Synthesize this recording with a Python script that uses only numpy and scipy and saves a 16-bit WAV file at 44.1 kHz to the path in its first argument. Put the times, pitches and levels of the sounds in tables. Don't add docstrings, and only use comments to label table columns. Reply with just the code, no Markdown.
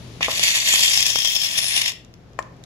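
import sys
import numpy as np
from scipy import signal
from scipy.fft import rfft, irfft
from scipy.io import wavfile
from scipy.ndimage import uniform_filter1d, map_coordinates

SR = 44100
rng = np.random.default_rng(int(sys.argv[2]) if len(sys.argv) > 2 else 0)


def output_pcm(signal):
    pcm = np.clip(np.atleast_2d(signal).T, -1, 1) * 32767
    wavfile.write(sys.argv[1], SR, np.round(pcm).astype(np.int16))


N = 116865
TIME = np.arange(N) / SR
FREQS = np.fft.rfftfreq(N, 1 / SR)

# f/Hz, relative level/dB
RUMBLE_TONE = [(20, -19), (45, 1.5), (90, 0.5), (130, 0), (200, -1.5), (330, -6.5), (600, -10.5),
               (1100, -19), (3000, -26), (6000, -31), (7400, -36.5), (8600, -49.5), (10000, -42.5),
               (12000, -43.5), (13000, -46), (16000, -65)]
# t/s, level/dB
BACKGROUND_GAIN = [(0, -41.5), (0.2, -42), (0.6, -48), (1.9, -50), (2.2, -48), (2.65, -45)]
# f/Hz, level/dB against the rumble
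HUM_TONES = [(120, -2), (171, -8.5)]
# f/Hz, relative level/dB
FAINT_HISS_TONE = [(200, -8), (700, -24), (1500, -2), (3500, 4), (6000, -1.5), (7500, -6), (8500, -19),
                   (9850, -3), (10500, -15), (12000, -12), (12800, -23), (16000, -28)]
# f/Hz, coherence
AMBIENCE_COHERENCE = [(100, 0.82), (300, 0.93), (800, 0.18), (2000, 0.044)]
# f/Hz, t60/s
ROOM_DECAY = [(200, 0.56), (1000, 0.4), (3000, 0.35), (6000, 0.29), (12000, 0.26)]

# t/s, level/dB
GAS_FLOW = [(0.207, -31), (0.213, -26.5), (0.238, -21.5), (0.28, -25), (0.408, -24), (0.432, -15.5),
            (0.51, -19), (0.538, -20.5), (0.565, -16.5), (0.595, -23.5), (0.648, -22.5), (0.672, -16.5),
            (0.83, -17), (0.95, -18), (1.07, -19.5), (1.125, -22.5), (1.2, -21.5), (1.237, -22.5),
            (1.265, -23.5), (1.298, -21.5), (1.35, -22.5), (1.397, -25), (1.44, -19), (1.49, -26.5),
            (1.555, -24.5), (1.582, -22), (1.615, -24), (1.72, -22.5), (1.77, -19.5), (1.84, -25),
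            (1.895, -22), (1.935, -55), (1.96, -77)]
# t/s, level/dB, half-width/s
CLOTS = [(0.230, -14.5, .002), (0.2475, -15, .0025), (0.263, -21, .002), (0.315, -22, .004),
         (0.378, -22, .004), (0.396, -16.5, .0015), (0.436, -14, .003), (0.488, -16, .002),
         (0.558, -15.5, .002), (0.570, -17, .003), (0.5765, -13, .0015), (0.689, -13, .002),
         (0.727, -14, .002), (0.740, -13, .0015), (0.759, -13, .002), (0.795, -14.5, .002),
         (0.808, -13.5, .002), (0.836, -14, .004), (0.881, -12.5, .002), (0.943, -13, .0015),
         (0.976, -13.5, .002), (1.007, -14.5, .002), (1.028, -12.5, .0013), (1.067, -11.5, .002),
         (1.102, -17, .003), (1.1585, -12.5, .0012), (1.189, -16.5, .003), (1.249, -11, .002),
         (1.257, -16, .004), (1.277, -17, .003), (1.356, -16.5, .004), (1.365, -12.5, .0012),
         (1.580, -16, .003), (1.589, -16, .003), (1.644, -14, .0012), (1.765, -13.5, .002),
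         (1.778, -14, .0015), (1.818, -15, .003), (1.861, -16.5, .002), (1.881, -17.5, .002),
         (1.920, -26, .0015)]
# f/Hz, relative level/dB
JET_TONE_LEFT = [(100, -33), (400, -33), (650, -20), (850, -23), (1080, -17.5), (1450, -24), (1900, -5.5),
                 (2350, -19), (2750, -3), (3450, 1), (4000, -6), (4500, -7), (5300, -7), (6000, -3),
                 (6550, -10), (7400, -9), (7950, -14), (8500, -22), (9200, -20.5), (9900, -10.5),
                 (10500, -16), (11200, -12), (12000, -12.5), (12900, -26.5), (14500, -26.5), (16000, -24)]
# f/Hz, relative level/dB
JET_TONE_RIGHT = [(100, -31.5), (400, -30.5), (650, -17), (900, -25.5), (1150, -21), (1480, -24),
                  (1900, -5.5), (2300, -0.5), (2800, -3.5), (3300, -4.5), (3950, -12.5), (4500, -4.5),
                  (5200, -25), (6100, -16), (7100, -8.5), (7700, -8.5), (8500, -56), (9300, -24),
                  (11500, -25), (13000, -22), (16000, -30)]
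# f/Hz, coherence
CLOSE_COHERENCE = [(100, 1), (700, 0.59), (1300, 0.2), (2400, 0.81), (4400, 0.62), (8000, 0.55),
                   (15000, 0.25)]
# f/Hz, phase/rad
JET_PHASE = [(100, 1.5), (700, 0), (1150, 1.3), (1600, 4.5), (2600, 2), (3300, 4.0), (5000, 4), (5700, 3),
             (7300, 8), (11700, 8.5), (14000, 5)]
# f/Hz, width/Hz, [t/s, lift/dB]
SPRAY_BANDS = [(2070, 890, [(0.2, 15), (0.25, 13), (0.29, -0.5), (0.8, 0.5), (1.2, -2.5), (1.85, -1.5)]),
               (3220, 143, [(0.55, -5), (0.75, 5), (1.05, 5), (1.28, 12), (1.55, -2.5)]),
               (4720, 510, [(0.25, 1.5), (0.5, 5), (0.85, 5), (1.2, -4), (1.8, -3)]),
               (5244, 250, [(0.25, 2), (0.6, -8.5), (0.95, 9.5), (1.18, 14), (1.4, 13), (1.65, 9),
               (1.9, 9.5)]), (5960, 350, [(0.7, 2), (1.03, 4), (1.25, 4.5), (1.5, -1.5)]),
               (7320, 900, [(0.3, -0.5), (0.8, 7.5), (1.15, 2), (1.55, -2.5), (1.9, -5)]),
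               (9740, 630, [(0.4, -3), (0.85, 5.5), (1.45, 0.5), (1.68, 14), (1.78, 8), (1.9, -4.5)]),
               (11020, 360, [(0.22, 4), (0.38, 11), (0.62, 3.5), (1.5, -1), (1.7, 6), (1.9, -5)]),
               (11670, 530, [(0.45, -15.5), (0.72, 6), (1.05, 1), (1.4, 2.5), (1.75, -16)]),
               (15300, 2500, [(0.25, -14), (0.7, -5.5), (1.35, 6.5), (1.85, -16)])]
# t/s, left over right/dB
NOZZLE_AIM = [(0.22, 2), (0.45, -0.5), (0.8, 1), (1.45, 2), (1.9, 1.5)]
# f/Hz, relative level/dB
FOAM_TONE = [(150, -8.5), (400, -13), (650, 0.5), (850, -5.5), (1080, -4), (1500, -23.5), (2500, -42)]
# delay/s, level/dB against the direct sound
BOWL_ECHOES = [(.00114, -15.5), (.0029, -18.5), (.0053, -17)]

# t/s, level/dB
VALVE_KNOCKS = [(0.209, -17), (0.2834, -13.5)]
# f/Hz, relative level/dB, t60/s
CAN_MODES = [(655, 1.5, 0.023), (810, -3.5, 0.02), (1050, 0, 0.031), (1280, -12, 0.012)]
# f/Hz, relative level/dB
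CAP_TONE = [(200, -11), (450, -10), (630, 0.5), (850, -5), (1060, 1), (1300, -4), (1550, -21), (3000, -26),
            (8000, -44.5)]
# t/s, level/dB
GAS_PUFFS = [(0.3955, -18), (0.7395, -14), (1.159, -10)]
# t/s, level/dB
SLIME_TICKS = [(2.048, -42.5), (2.1397, -39.5), (2.333, -50.5), (2.426, -39), (2.5673, -51.5),
               (2.6383, -32.5)]
# f/Hz, relative level/dB
SLIME_TONE = [(500, -13.5), (2800, 6.5), (3700, 9), (4800, 7), (6000, 13), (7500, 3), (8600, -29),
              (11000, -0.5), (16000, -42)]
# f/Hz, relative level/dB, t60/s
PLASTIC_MODES = [(623, 2.5, 0.0099), (1060, -3, .024), (1134, -2.5, 0.0084), (1792, -8, 0.028),
                 (2400, -3, 0.0077), (2940, -9, 0.0067), (4700, -19, 0.0054), (6120, -26.5, 0.028),
                 (7080, -24.5, .035), (7630, -31, 0.043)]
# f/Hz, relative level/dB
PLASTIC_TONE = [(400, 8), (1500, -1), (3000, -1), (5500, 6), (8000, -7), (10500, -2), (12500, -14),
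                (16000, -25)]


def amp(db):
    return 10 ** (np.asarray(db) / 20)


def unit(x):
    return x / np.sqrt(np.mean(x ** 2) + 1e-20)


def over_hz(points, hz=FREQS):
    f, value = np.transpose(points)
    return np.interp(np.log(hz + 1), np.log(f + 1), value)


def over_time(points):
    return np.interp(TIME, *np.transpose(points))


def pan(db):
    return amp(np.vstack([db / 2, -db / 2]))


def colour(x, points):
    return irfft(rfft(x) * amp(over_hz(points)), N)


def wander(rate_hz):
    spectrum = rfft(rng.standard_normal(N)) * FREQS / (FREQS + rate_hz / 10)
    return unit(irfft(spectrum / (1 + (FREQS / rate_hz) ** 2), N))


def noise_pair(coherence, phase=0):
    left, other = rfft(rng.standard_normal((2, N)))
    alike = np.clip(over_hz(coherence), -1, 1)
    right = alike * left * np.exp(-1j * phase) + np.sqrt(1 - alike ** 2) * other
    return irfft(np.array([left, right]), N)


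def burst(start, decay_s):
    return np.exp(-abs(TIME - start) / decay_s) * (TIME > start)


def ring(start, modes, rise_s):
    t = np.maximum(TIME - start, 0)
    attack = 1 - np.exp(-(t / rise_s) ** 2)
    return -attack * sum(amp(db - 60 * t / t60) * np.sin(2 * np.pi * hz * t) for hz, db, t60 in modes)


def room_tone(hiss_end_s=0.23):
    hum = sum(amp(db + 3 * wander(6)) * np.sin(2 * np.pi * hz * TIME + 0.9 * wander(4.6))
              for hz, db in HUM_TONES)
    rumble = unit(colour(noise_pair(AMBIENCE_COHERENCE), RUMBLE_TONE))
    air = (rumble + hum) * amp(over_time(BACKGROUND_GAIN))
    hiss = amp(-50) * unit(colour(noise_pair(AMBIENCE_COHERENCE), FAINT_HISS_TONE))
    fade = np.clip((hiss_end_s - TIME) / 0.015, 0, 1)
    return air * pan(db=2.5) + hiss * fade * pan(db=6.5)


def spray(sputter_db=1.16, fizz_db=1.0):
    left, right = noise_pair(CLOSE_COHERENCE, over_hz(JET_PHASE))
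    hiss = unit(np.array([colour(left, JET_TONE_LEFT), colour(right, JET_TONE_RIGHT)]))
    valve_open = TIME > GAS_FLOW[0][0]
    flow = amp(over_time(GAS_FLOW) + sputter_db * wander(rate_hz=80)) * valve_open
    clot_power = sum(amp(db) ** 2 * np.exp(-((TIME - s) / width) ** 2) for s, db, width in CLOTS)
    jet = hiss * np.sqrt(flow ** 2 + clot_power) * amp(fizz_db * wander(rate_hz=880))
    aimed = shifting_tone(jet) * pan(over_time(NOZZLE_AIM))
    foam = unit(colour(noise_pair(CLOSE_COHERENCE), FOAM_TONE))
    return aimed + amp(-24.5) * foam * np.sqrt(clot_power)


def shifting_tone(jet, flutter_db=2.0):
    voiced = jet
    for hz, width, curve in SPRAY_BANDS:
        lift = amp(over_time(curve) + flutter_db * wander(rate_hz=22))
        band = signal.lfilter(*signal.iirpeak(hz, hz / width, fs=SR), voiced)
        voiced = voiced + (lift - 1) * band
    power_in, power_out = (abs(uniform_filter1d((x ** 2).mean(0), 4096)) + 1e-12 for x in (jet, voiced))
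    return voiced * np.sqrt(power_in / power_out)


def bowl(direct, sway_s=0.00002):
    heard = direct
    for delay, db in BOWL_ECHOES:
        late = TIME - delay - sway_s * wander(rate_hz=2.4)
        echo = np.array([map_coordinates(port, [late * SR], order=3) for port in direct])
        heard = heard + amp(db) * echo
    return heard / np.sqrt(1 + sum(amp(db) ** 2 for _, db in BOWL_ECHOES))


def room(x, wet_db):
    hz, t, bands = signal.stft(rng.standard_normal((2, SR // 2)), SR, nperseg=256)
    decay = amp(-60 * t / over_hz(ROOM_DECAY, hz)[:, None])
    onset = np.minimum(t / 0.002, 1)
    _, tail = signal.istft(bands * decay * onset, SR, nperseg=256)
    tail *= amp(wet_db) / np.linalg.norm(tail[0])
    return signal.fftconvolve(np.atleast_2d(x), tail, axes=1)[:, :N]


def valve_knocks():
    can = sum(amp(db) * ring(s, CAN_MODES, rise_s=0.00019) for s, db in VALVE_KNOCKS) / 2
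    envelope = sum(amp(db) * burst(s, decay_s=0.016) for s, db in VALVE_KNOCKS)
    rattle = envelope * unit(colour(noise_pair(CLOSE_COHERENCE), CAP_TONE))
    direct = can + amp(-13) * rattle
    return (direct + room(direct, wet_db=-6.5)) * pan(db=4)


def gas_puffs(width_s=0.00031, right_db=-8):
    pressure = np.zeros(N)
    for s, db in GAS_PUFFS:
        offset = (TIME - s) / width_s
        pressure += amp(db) * (1 - offset ** 2) * np.exp(-0.7 * offset ** 2)
    return pressure * amp([[0], [right_db]])


def sticky_ticks():
    envelope = sum(amp(db) * burst(s, decay_s=0.002) for s, db in SLIME_TICKS)
    return unit(colour(rng.standard_normal((2, N)), SLIME_TONE)) * envelope * pan(db=2.5)


def plastic_click(start_s=2.389):
    body = ring(start_s, PLASTIC_MODES, rise_s=0.001) / 2
    crack = unit(colour(rng.standard_normal((2, N)), PLASTIC_TONE)) * burst(start_s, decay_s=0.006)
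    direct = amp(-5) * body + amp(-37.5) * crack
    return direct * pan(db=11) + room(direct, wet_db=-8.5)


def scene():
    near = bowl(spray()) + sticky_ticks()
    return near + room(near, wet_db=-11.5) + valve_knocks() + gas_puffs() + plastic_click() + room_tone()


def record(dry):
    ceiling, cutoff_hz = 0.95, 15850
    limited = dry / (1 + (dry / ceiling) ** 6) ** (1 / 6)
    lowpass = signal.firwin(511, cutoff_hz, window=("kaiser", 9), fs=SR)
    return signal.oaconvolve(limited, lowpass[None], "same")


dry = scene()
out = record(dry)
output_pcm(out)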